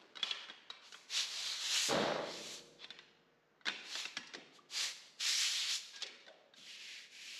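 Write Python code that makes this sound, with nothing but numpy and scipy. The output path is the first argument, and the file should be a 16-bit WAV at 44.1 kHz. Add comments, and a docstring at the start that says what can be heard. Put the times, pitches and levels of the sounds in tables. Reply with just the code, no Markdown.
"""A pole sander works dry plaster, close by, in a bare, ringing room. First its plastic head clacks on
the swivel and its abrasive pad hisses in short strokes. On the long down stroke the pole judders along
the floor by stick-slip friction. More strokes follow, with clacks, dull bumps, brief squeaks and a run
along the wall. Last, a bare palm wipes off the dust with a softer, hollow hiss."""
import sys
import numpy as np
from scipy import signal
from scipy.fft import rfft, irfft
from scipy.io import wavfile
from scipy.ndimage import uniform_filter1d

SR = 44100
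rng = np.random.default_rng(int(sys.argv[2]) if len(sys.argv) > 2 else 0)


def transcribe(signal):
    """Save signal, clipped to [-1, 1], as a 16-bit WAV file at the path in sys.argv[1]."""
    frames = np.atleast_2d(signal).T
    limited = np.clip(frames, -1, 1)
    pcm = np.round(limited * 32767).astype(np.int16)
    wavfile.write(sys.argv[1], SR, pcm)


N = 325899
TIME = np.arange(N) / SR
FREQ = np.fft.rfftfreq(N, 1 / SR)


def pad(catch_db=0.53, lean_db=0.97, usual_db=-40, thinning=0.42):
    """Abrasion: grains snap off the plaster, and the resonances of the pressed pad colour their hiss."""
    # short strokes: start t/s, fastest t/s, end t/s, relative level/dB, fizz/dB re hiss, note f/Hz, emphasis
    strokes = [(0.21, .295, .33, -45, -14.5, 3250, 1.2), (0.324, 0.434, .485, -54, -21, 3150, 1.1),
               (0.805, 0.853, .91, -58, -13.5, 2860, .7), (0.857, 0.95, 1.11, -60, -3, 3350, 0.55),
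               (1.093, 1.179, 1.275, -33, -8.5, 3800, 0.44), (2.777, 2.85, 2.858, -50, -27, 3420, 1.2),
               (3.68, 3.74, 3.88, -49.5, -30, 3450, 4.6), (3.834, 3.997, 4.09, -41, -9, 4240, 0.23),
               (4.06, 4.069, 4.16, -56, -12.5, 3800, .4), (4.518, 4.556, 4.6, -61, -6, 3640, 0.22),
               (4.701, 4.825, 4.935, -36, -5.5, 4920, 0.84), (5.016, 5.066, 5.12, -61.5, -23, 3520, 0.37),
               (5.918, 5.958, 6.02, -51, -15, 3550, .3), (6.005, 6.01, 6.032, -46, -19, 3550, 0.86)]
    # long runs down and along the wall: t/s, relative level/dB, fizz/dB re hiss, note f/Hz, emphasis
    down_run = [(1.26, -57, -10, 3880, 0.85), (1.27, -48.5, -6.5, 4010, 0.65), (1.406, -41, -9, 3920, 0.4),
                (1.602, -42.5, -8.5, 4200, 0.93), (1.684, -37.5, -7.5, 3730, 0.36),
                (1.744, -33.5, -6.5, 4200, 0.85), (1.876, -37, 1.5, 4270, 0.85),
                (1.94, -41.5, -14, 3800, 0.68), (2.106, -47.5, -25, 3650, 0.64),
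                (2.206, -55, -15, 3920, 0.76), (2.334, -50.5, -7, 4380, 0.7),
                (2.546, -48.5, -1, 4300, 0.31), (2.61, -57, -8, 4340, 0.85)]
    side_run = [(5.185, -60, -6, 3660, 0.4), (5.209, -37, -9.5, 3660, 0.15), (5.291, -35, -4.5, 3280, 0.37),
                (5.399, -36, -2.5, 3300, 0.44), (5.607, -39, -7, 3700, 0.24),
                (5.645, -36.5, -9, 3360, 0.24), (5.727, -36.5, -6.5, 3400, 0.43),
                (5.757, -40.5, -1.5, 3390, 0.3), (5.8, -58, 4, 3570, 0.31)]
    # spectrum of grit on plaster: f/Hz, spectral level/dB
    grit = [(88, -67), (150, -24), (182, -16), (212, -44), (363, -18.5), (741, -12.5), (1180, -9),
            (1370, -9.5), (3200, 0.5), (4270, 1.5), (7170, -12), (9040, -24), (11200, -26), (13000, -37),
            (14900, -50)]
    scratch = grains(per_s=22000, spread_db=2.0) * amp(catch_db * wander(130) + lean_db * wander(12))
    for hz in (2200, 3100, 5200):  # patches of the pad touch and lift, each singing its own drifting band
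        touch = .45 * wander(5)
        scratch = scratch + touch * resonate(scratch, hz * np.exp(.08 * wander(3)), width_hz=350)
    body, core, fizz = split(coloured(scratch, grit), [1250, 6000])

    def rub(*controls):
        """One sliding contact, as onset and sound: low body, hiss with two resonances, and high fizz."""
        on = controls[0] > 0
        gate, db, fizz_db, note_hz, emphasis, body_db = (np.broadcast_to(c, N)[on] for c in controls)
        note = resonate(core[on], note_hz, width_hz=320)
        low_note = .29 * resonate(core[on], .35 * note_hz, width_hz=200)
        hiss = (core[on] + emphasis * (note + low_note)) / np.sqrt(1 + .5 * emphasis ** 2)
        # a thin pad radiates little bass: the body grows more slowly than the hiss
        body_db = np.minimum(body_db - thinning * (db - usual_db), -14)
        return TIME[on][0], gate * amp(db) * (hiss + amp(body_db) * body[on] + amp(fizz_db) * fizz[on])

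    out = np.zeros(N)
    for start, fastest, end, db, fizz_db, note_hz, emphasis in strokes:
        arch_db = db + swing(start, fastest, end, ends_db=-19)
        add(out, *rub(window(start, end), arch_db, fizz_db, note_hz, emphasis, -20))
    for run, run_db, body_db in (down_run, 1, -20.5), (side_run, .5, -26):
        gate, db, fizz_db, note_hz, emphasis = played(run)
        note_hz = note_hz * np.exp(-.75 * np.maximum(fizz_db + 6.5, 0))  # the note dives in strong fizz
        add(out, *rub(gate, db + run_db, fizz_db, note_hz, emphasis, body_db))
    return out


def clacks(scuff_s=0.0056, tick_s=0.0077, thud_s=.011, lead_s=.006):
    """Impact excites the head's modes; the flatter the blow, the more plate and thud. Returns near, spread."""
    # blows: t/s, peak level/dB, relative plate level/dB, relative tick level/dB, rim f/Hz
    blows = [(0.017, -52, -25, -29, 3460), (0.156, -39.5, -13.5, -18, 3850),
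             (0.1709, -33.5, -15, -22, 3830), (0.1964, -40.5, -12, -17, 3360),
             (0.2296, -22.5, -18, -22, 3350), (0.3103, -22.5, -26, -25.5, 3436),
             (0.4865, -43.5, 3, -5, 3900), (0.4986, -35, -10.5, -23, 3320), (0.7014, -33.5, -16, -21, 4010),
             (0.9233, -40.5, -11.5, -5, 2990), (0.9437, -39.5, -9, -27, 3420),
             (2.8438, -35.5, -21, -28.5, 3550), (2.9046, -34.5, -17.5, -23, 3543),
             (2.9893, -36, -17, -46, 3760), (3.6113, -51.5, 0, -23.5, 3800), (3.6557, -33.5, -9, -15, 3360),
             (3.6677, -25, -12, -20, 3650), (3.6738, -30, 2, -22, 3900), (3.6835, -21, -19.5, -39, 3515),
             (3.6961, -31.5, -8, -34, 3650), (3.9532, -29.5, -6, -7, 3310), (4.0539, -30, -8, -11.5, 3600),
             (4.1689, -26, -15.5, -11, 3240), (4.272, -46, -22, 3, 3740), (4.337, -36.5, -10, -10, 3190),
             (4.3475, -33, -4, -7, 3920), (5.9606, -38.5, -28, -5, 3420), (6.022, -27.5, -33, -12.5, 3680),
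             (6.032, -29.5, -28, -21, 3470), (6.0652, -37, -26, -1, 3430), (6.2657, -47, -13, -20, 3980),
             (6.2808, -44, -5, -14, 3450), (6.5373, -49.5, -16, -21, 3770)]
    # modes of the broad plate and of the stiff rim (pitched at 3550 Hz): f/Hz, level/dB, t60/s
    plate_modes = [(1000, -19.5, 0.015), (1300, -2, 0.017), (1536, 3.5, 0.023), (2000, 1.5, 0.024),
                   (2250, -13, 0.0048)]
    rim_modes = [(2700, -17, 0.087), (3180, 8.5, 0.0015), (3460, -1, 0.0028), (3550, -1, 0.036),
                 (4010, 0.5, 0.008), (4700, -15.5, 0.0071)]
    t, near, spread = TIME[:6000], np.zeros(N), np.zeros(N)
    for s, db, plate_db, tick_db, rim_hz in blows:
        scuff_noise, tick_noise, thud_noise, burst_noise = rng.standard_normal((4, len(t)))
        scuff = scuff_noise * np.exp(-t / scuff_s)
        force = .5 * (t == 0) + .5 * scuff / np.linalg.norm(scuff)  # half clean impulse, half grit
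        # grip and point of impact vary the modes from blow to blow
        plate = ring(plate_modes, t, spread_db=2.5, scatter=.05)
        rim = ring(rim_modes, t * rim_hz / 3550, spread_db=2.0, scatter=.02)
        plate, rim = (band(signal.fftconvolve(force, x)[:len(t)], 680, 7000) for x in (plate, rim))
        tick = band(band(tick_noise * np.exp(-t / tick_s), 3200, 5780), 1700, 9000)
        thud = band(thud_noise * np.exp(-t / thud_s), 180, 1220, order=4)
        parts = (rim, 0), (plate, plate_db + 9), (tick, tick_db + 11), (thud, plate_db - 1)
        blow = sum(amp(part_db) * x / abs(x).max() for x, part_db in parts)
        blow = amp(db) * blow / abs(blow).max()
        add(near, s, blow)
        # the pad's edge grazes the wall just before the blow
        graze = evened(band(rng.standard_normal(len(t)), 1300, 4500)) * (t / lead_s) * (t < lead_s)
        add(near, s - lead_s, amp(db - 27.5) * graze)
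        # spread over all directions into the room, the modes merge into one broad burst
        burst = band(band(burst_noise * np.exp(-t / 0.004), 1800, 8000, order=1), 330, 3810, order=3)
        burst *= np.linalg.norm(blow) / np.linalg.norm(burst)
        add(spread, s, amp(-7) * (.5 * blow + burst))
    return near, spread


def judder(start_s=1.884, length_s=0.53, attack_s=.016, slips_hz=76, brake_db=-33):
    """Stick-slip friction: the pole's foot rattles over the floor and brakes; each slip shakes the wood."""
    # spectrum of the shaken pole: f/Hz, spectral level/dB
    pole = [(29, -67), (50, -3), (107, -20.5), (144, -2), (199, -2), (252, -2.5), (314, 1), (365, -5),
            (502, 3), (658, 1), (728, -9.5), (805, -1), (921, -11.5), (1810, -19), (2800, -31.5),
            (3640, -70), (6160, -120)]
    age = np.clip(TIME - start_s, 0, length_s)
    gate = np.minimum(age / attack_s, 1) * (age < length_s)
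    db = -36.95 + brake_db * (age / length_s) ** 2.81
    boom_db = -2.5 - 37 * age  # the boom dies first
    cycles = np.cumsum(slips_hz * np.exp(.25 * wander(40))) / SR
    slips = .45 + np.exp(-(cycles % 1) / .35)
    slips *= amp(1.3 * evened(band(wander(60), 25, 60)))
    boom, core, rasp = split(coloured(slips * rng.standard_normal(N), pole), [350, 1000])
    core = core / np.sqrt(uniform_filter1d(core ** 2, size=2400))  # the hand pushes steadily
    return band(gate * amp(db) * (core + amp(boom_db) * boom + amp(-4.5) * rasp), 105, 5200)


def palm(flutter_db=0.4):
    """Cavity resonance: the hollow under the hand lifts one band of friction noise and damps a lower one."""
    # sweeps: start t/s, fastest t/s, end t/s, relative level/dB, fizz/dB re hiss, hollow's first, last f/Hz
    wipes = [(6.554, 6.584, 6.77, -57.5, -11.5, 3350, 3000), (6.653, 6.704, 7.08, -54, -14.5, 2760, 2480),
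             (6.785, 6.92, 7.065, -54.5, -14, 2700, 1970), (7.11, 7.35, 7.52, -49, -11, 2300, 3100)]
    # spectrum of skin on dusty plaster: f/Hz, spectral level/dB
    skin_spectrum = [(180, -61), (300, -47), (365, -19), (451, -41), (586, -22), (636, -36), (911, -27.5),
                     (1670, -10), (2680, -9.5), (7030, -4), (8980, -13.5), (11300, -15.5), (14900, -38)]
    brush = grains(per_s=16000, spread_db=1.5) * amp(flutter_db * wander(70))
    skin, fizz = split(coloured(brush, skin_spectrum), [5000])
    out = np.zeros(N)
    for start, fastest, end, db, fizz_db, from_hz, to_hz in wipes:
        hollow_hz = np.interp(TIME, [start, end], [from_hz, to_hz])
        hiss = skin + 1.1 * resonate(skin, hollow_hz, width_hz=480)
        hiss = evened(hiss - .65 * resonate(hiss, .55 * hollow_hz, width_hz=650))
        level = window(start, end) * amp(db + swing(start, fastest, end, ends_db=-10))
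        out += level * (hiss + amp(fizz_db) * fizz)
    return out


def bumps(width_hz=130):
    """Damped resonance: soft blows on wood and wall each leave a short rumble round one pitch."""
    # blows of pole and hand: t/s, level/dB, f/Hz, t60/s
    blows = [(3.667, -58, 272, 0.58), (4.169, -56, 202, 0.22), (4.339, -56.5, 400, 0.35),
             (4.37, -58.5, 234, 0.21), (5.297, -68, 363, 0.061), (6.031, -60, 443, 0.27),
             (6.086, -68, 284, 0.34), (6.270, -62, 600, 0.77), (6.576, -69, 172, 0.4)]
    t, out = TIME[:SR // 2], np.zeros(N)
    for s, db, hz, t60 in blows:
        force = rng.standard_normal(len(t)) * decay(t, t60)
        rumble = resonate(resonate(force, hz, width_hz), hz, 2 * width_hz)
        add(out, s, amp(db) * rumble / rumble[:1300].std())
    return band(out, 119, 2000, order=5)


def squeaks(waver=0.004, rough_db=-2.0):
    """Friction-driven oscillation: the swivel binds for a moment and sings a thin, unsteady note."""
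    # moments of binding: t/s, duration/s, f/Hz, level/dB
    binds = [(4.051, 0.009, 2670, -43.5), (4.165, 0.021, 1690, -48.5), (4.585, 0.014, 1187, -59.5),
             (5.926, 0.1, 1635, -61)]
    out, bend, grip = np.zeros(N), 1 + waver * wander(150), amp(rough_db * wander(110))
    for s, length, hz, db in binds:
        at = np.arange(round(s * SR), round((s + length) * SR))
        phase = 2 * np.pi * np.cumsum(hz * bend[at]) / SR
        note = np.sin(phase) * grip[at] * signal.windows.tukey(len(at), .4)
        add(out, s, amp(db) * evened(note))
    return out


def room_tail(first_s=0.0017, echoes_per_s=5000):
    """Reverberation: dense reflections off bare walls, each band dying at its own rate; energy 1."""
    # reverberation times: f/Hz, t60/s
    room = [(100, 1.8), (300, 1.88), (600, 1.29), (1200, 0.98), (3500, 0.86), (6000, 0.83), (12000, 0.77)]
    size = 2 * SR
    echoes = rng.standard_normal(size) * (rng.random(size) < echoes_per_s / SR) * (TIME[:size] > first_s)
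    hz, t, bands = signal.stft(echoes, SR, nperseg=256)
    tail = signal.istft(bands * decay(t, read(room, hz)[:, None]), SR, nperseg=256)[1]
    return tail / np.linalg.norm(tail)


def standing_waves(x):
    """Room resonance: low standing waves ring on after x excites them."""
    # room modes: f/Hz, level/dB, t60/s
    modes = [(46, 4, 5), (150.3, -9.5, 6), (166.6, -6, 6.5), (224, -11, 3.6), (353.6, -4.5, 3.5),
             (424.7, -1, 2.9), (458, 7, 1.36), (470, -5.5, 3), (596, -13, 1.7)]
    return echo(x, ring(modes, TIME[:3 * SR]))


def lingering(tail, db=-64):
    """Reverberant decay: at the start the room still rings from handling just before."""
    out, late = np.zeros(N), band(tail[SR // 4:], 280, 4400, order=3)
    add(out, 0, amp(db) * late / late[:4000].std())
    return out


def hush():
    """Stationary random noise: a faint, dark background."""
    # background spectrum: f/Hz, spectral level/dB
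    spectrum = [(15, -62.5), (25, -6), (71, -17), (224, -5), (372, -9), (449, -5), (924, -12),
                (1490, -10.5), (6680, -31), (9210, -48), (14900, -38)]
    return amp(-73.5) * band(coloured(rng.standard_normal(N), spectrum), 110, 16000)


def ports(mono):
    """Decorrelation: two close microphone ports hear alike but for a random flutter in the top treble."""
    # difference between the ports: f/Hz, side level/dB re mid
    difference = [(100, -45.5), (400, -62.5), (1200, -39.5), (4000, -57.5), (8000, -23.5), (10500, -23.5),
                  (12000, -3.5), (13200, -0.5), (15000, 2)]
    side = irfft(rfft(mono * wander(150)) * amp(read(difference, FREQ)), N)
    return np.array([mono + side, mono - side])


def amp(db):
    """Decibels to amplitude ratio."""
    return 10 ** (np.asarray(db) / 20)


def evened(x):
    """Normalisation to rms 1."""
    return x / np.sqrt(np.mean(x ** 2) + 1e-20)


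def decay(t, t60):
    """Exponential decay, by 60 dB in t60."""
    return np.exp(-np.log(1000) * t / t60)


def read(points, hz):
    """Interpolation on a log-frequency axis."""
    f, value = np.transpose(points)
    return np.interp(np.log(hz + 1), np.log(f + 1), value)


def add(mix, s, sound):
    """Superposition of a sound at time s."""
    part = mix[max(round(s * SR), 0):][:len(sound)]
    part += sound[:len(part)]


def coloured(x, spectrum):
    """Spectral shaping, to rms 1."""
    return evened(irfft(rfft(x) * amp(read(spectrum, FREQ)), N))


def split(x, edges_hz):
    """Soft crossover into bands of rms 1."""
    below = [0] + [1 / (1 + (FREQ / hz) ** 8) for hz in edges_hz] + [1]
    return [evened(irfft(rfft(x) * (upper - lower), N)) for lower, upper in zip(below, below[1:])]


def band(x, lo_hz, hi_hz, order=2):
    """Causal band-pass."""
    return signal.sosfilt(signal.butter(order, [lo_hz, hi_hz], "band", fs=SR, output="sos"), x)


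def wander(rate_hz):
    """Low-pass random fluctuation of rms 1."""
    return evened(irfft(rfft(rng.standard_normal(N)) / (1 + (FREQ / rate_hz) ** 4), N))


def grains(per_s, spread_db):
    """Shot noise: random clicks, most small and a few large."""
    size = amp(spread_db * np.minimum(rng.exponential(1, N), 4)) * rng.choice([-1, 1], N)
    return evened(size * (rng.random(N) < per_s / SR))


def resonate(x, hz, width_hz):
    """A resonance of gain 1 that follows the curve hz."""
    turn = np.exp(2j * np.pi * np.cumsum(hz * np.ones(len(x))) / SR)
    radius = np.exp(-np.pi * width_hz / SR)
    return 2 * (turn * signal.lfilter([1 - radius], [1, -radius], x / turn)).real


def ring(modes, t, spread_db=0, scatter=0):
    """Free vibration: damped modes of random sign, with optional scatter in strength and pitch."""
    hz, db, t60 = np.transpose(modes)[:, :, None]
    hz = hz * (1 + scatter * rng.standard_normal(hz.shape))
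    strength = amp(db + spread_db * rng.standard_normal(hz.shape)) * rng.choice([-1, 1], hz.shape)
    return (strength * decay(t, t60) * np.sin(2 * np.pi * hz * t)).sum(0)


def echo(x, tail):
    """Convolution with a response scaled to energy 1."""
    return signal.oaconvolve(x, tail / np.linalg.norm(tail))[:N]


def window(start, end, fade_s=0.03):
    """A gate that is open from start to end."""
    return np.clip(np.minimum(TIME - start, end - TIME) / fade_s + .5, 0, 1)


def played(rows):
    """Interpolation in time: a gate open while the curve lasts, then its columns at every sample."""
    s, *columns = np.transpose(rows)
    return [window(s[0], s[-1])] + [np.interp(TIME, s, c) for c in columns]


def swing(start, fastest, end, ends_db):
    """Friction noise grows with speed: the arch in dB of one swing of the arm."""
    return ends_db * np.interp(TIME, [start, fastest, end], [-1, 0, 1]) ** 2


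def scene():
    """Direct plus reverberant field: each near source feeds the room by its own amount."""
    tail = room_tail()
    hiss, wipe, drag = amp(-3.0) * pad(), amp(-1.7) * palm(), judder()
    handling = bumps() + squeaks()
    clack, clack_spread = clacks()
    direct = hiss + wipe + drag + clack + handling
    sent = amp(-9.5) * hiss + amp(-8.0) * wipe + amp(-11) * drag + clack_spread + amp(-8.5) * handling
    room = echo(sent, tail) + amp(-30) * standing_waves(drag + handling) + lingering(tail)
    return ports(direct + room + hush())


def record(dry, notch_hz=9040, notch_width_hz=650, edge_hz=14800):
    """Frequency response of the microphone: a narrow treble notch, then the band limit."""
    notched = signal.lfilter(*signal.iirnotch(notch_hz, notch_hz / notch_width_hz, SR), dry)
    low_pass = signal.firwin(511, edge_hz, window=("kaiser", 9), fs=SR)
    return signal.oaconvolve(notched, low_pass[None], "same")


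dry = scene()
out = record(dry)
transcribe(out)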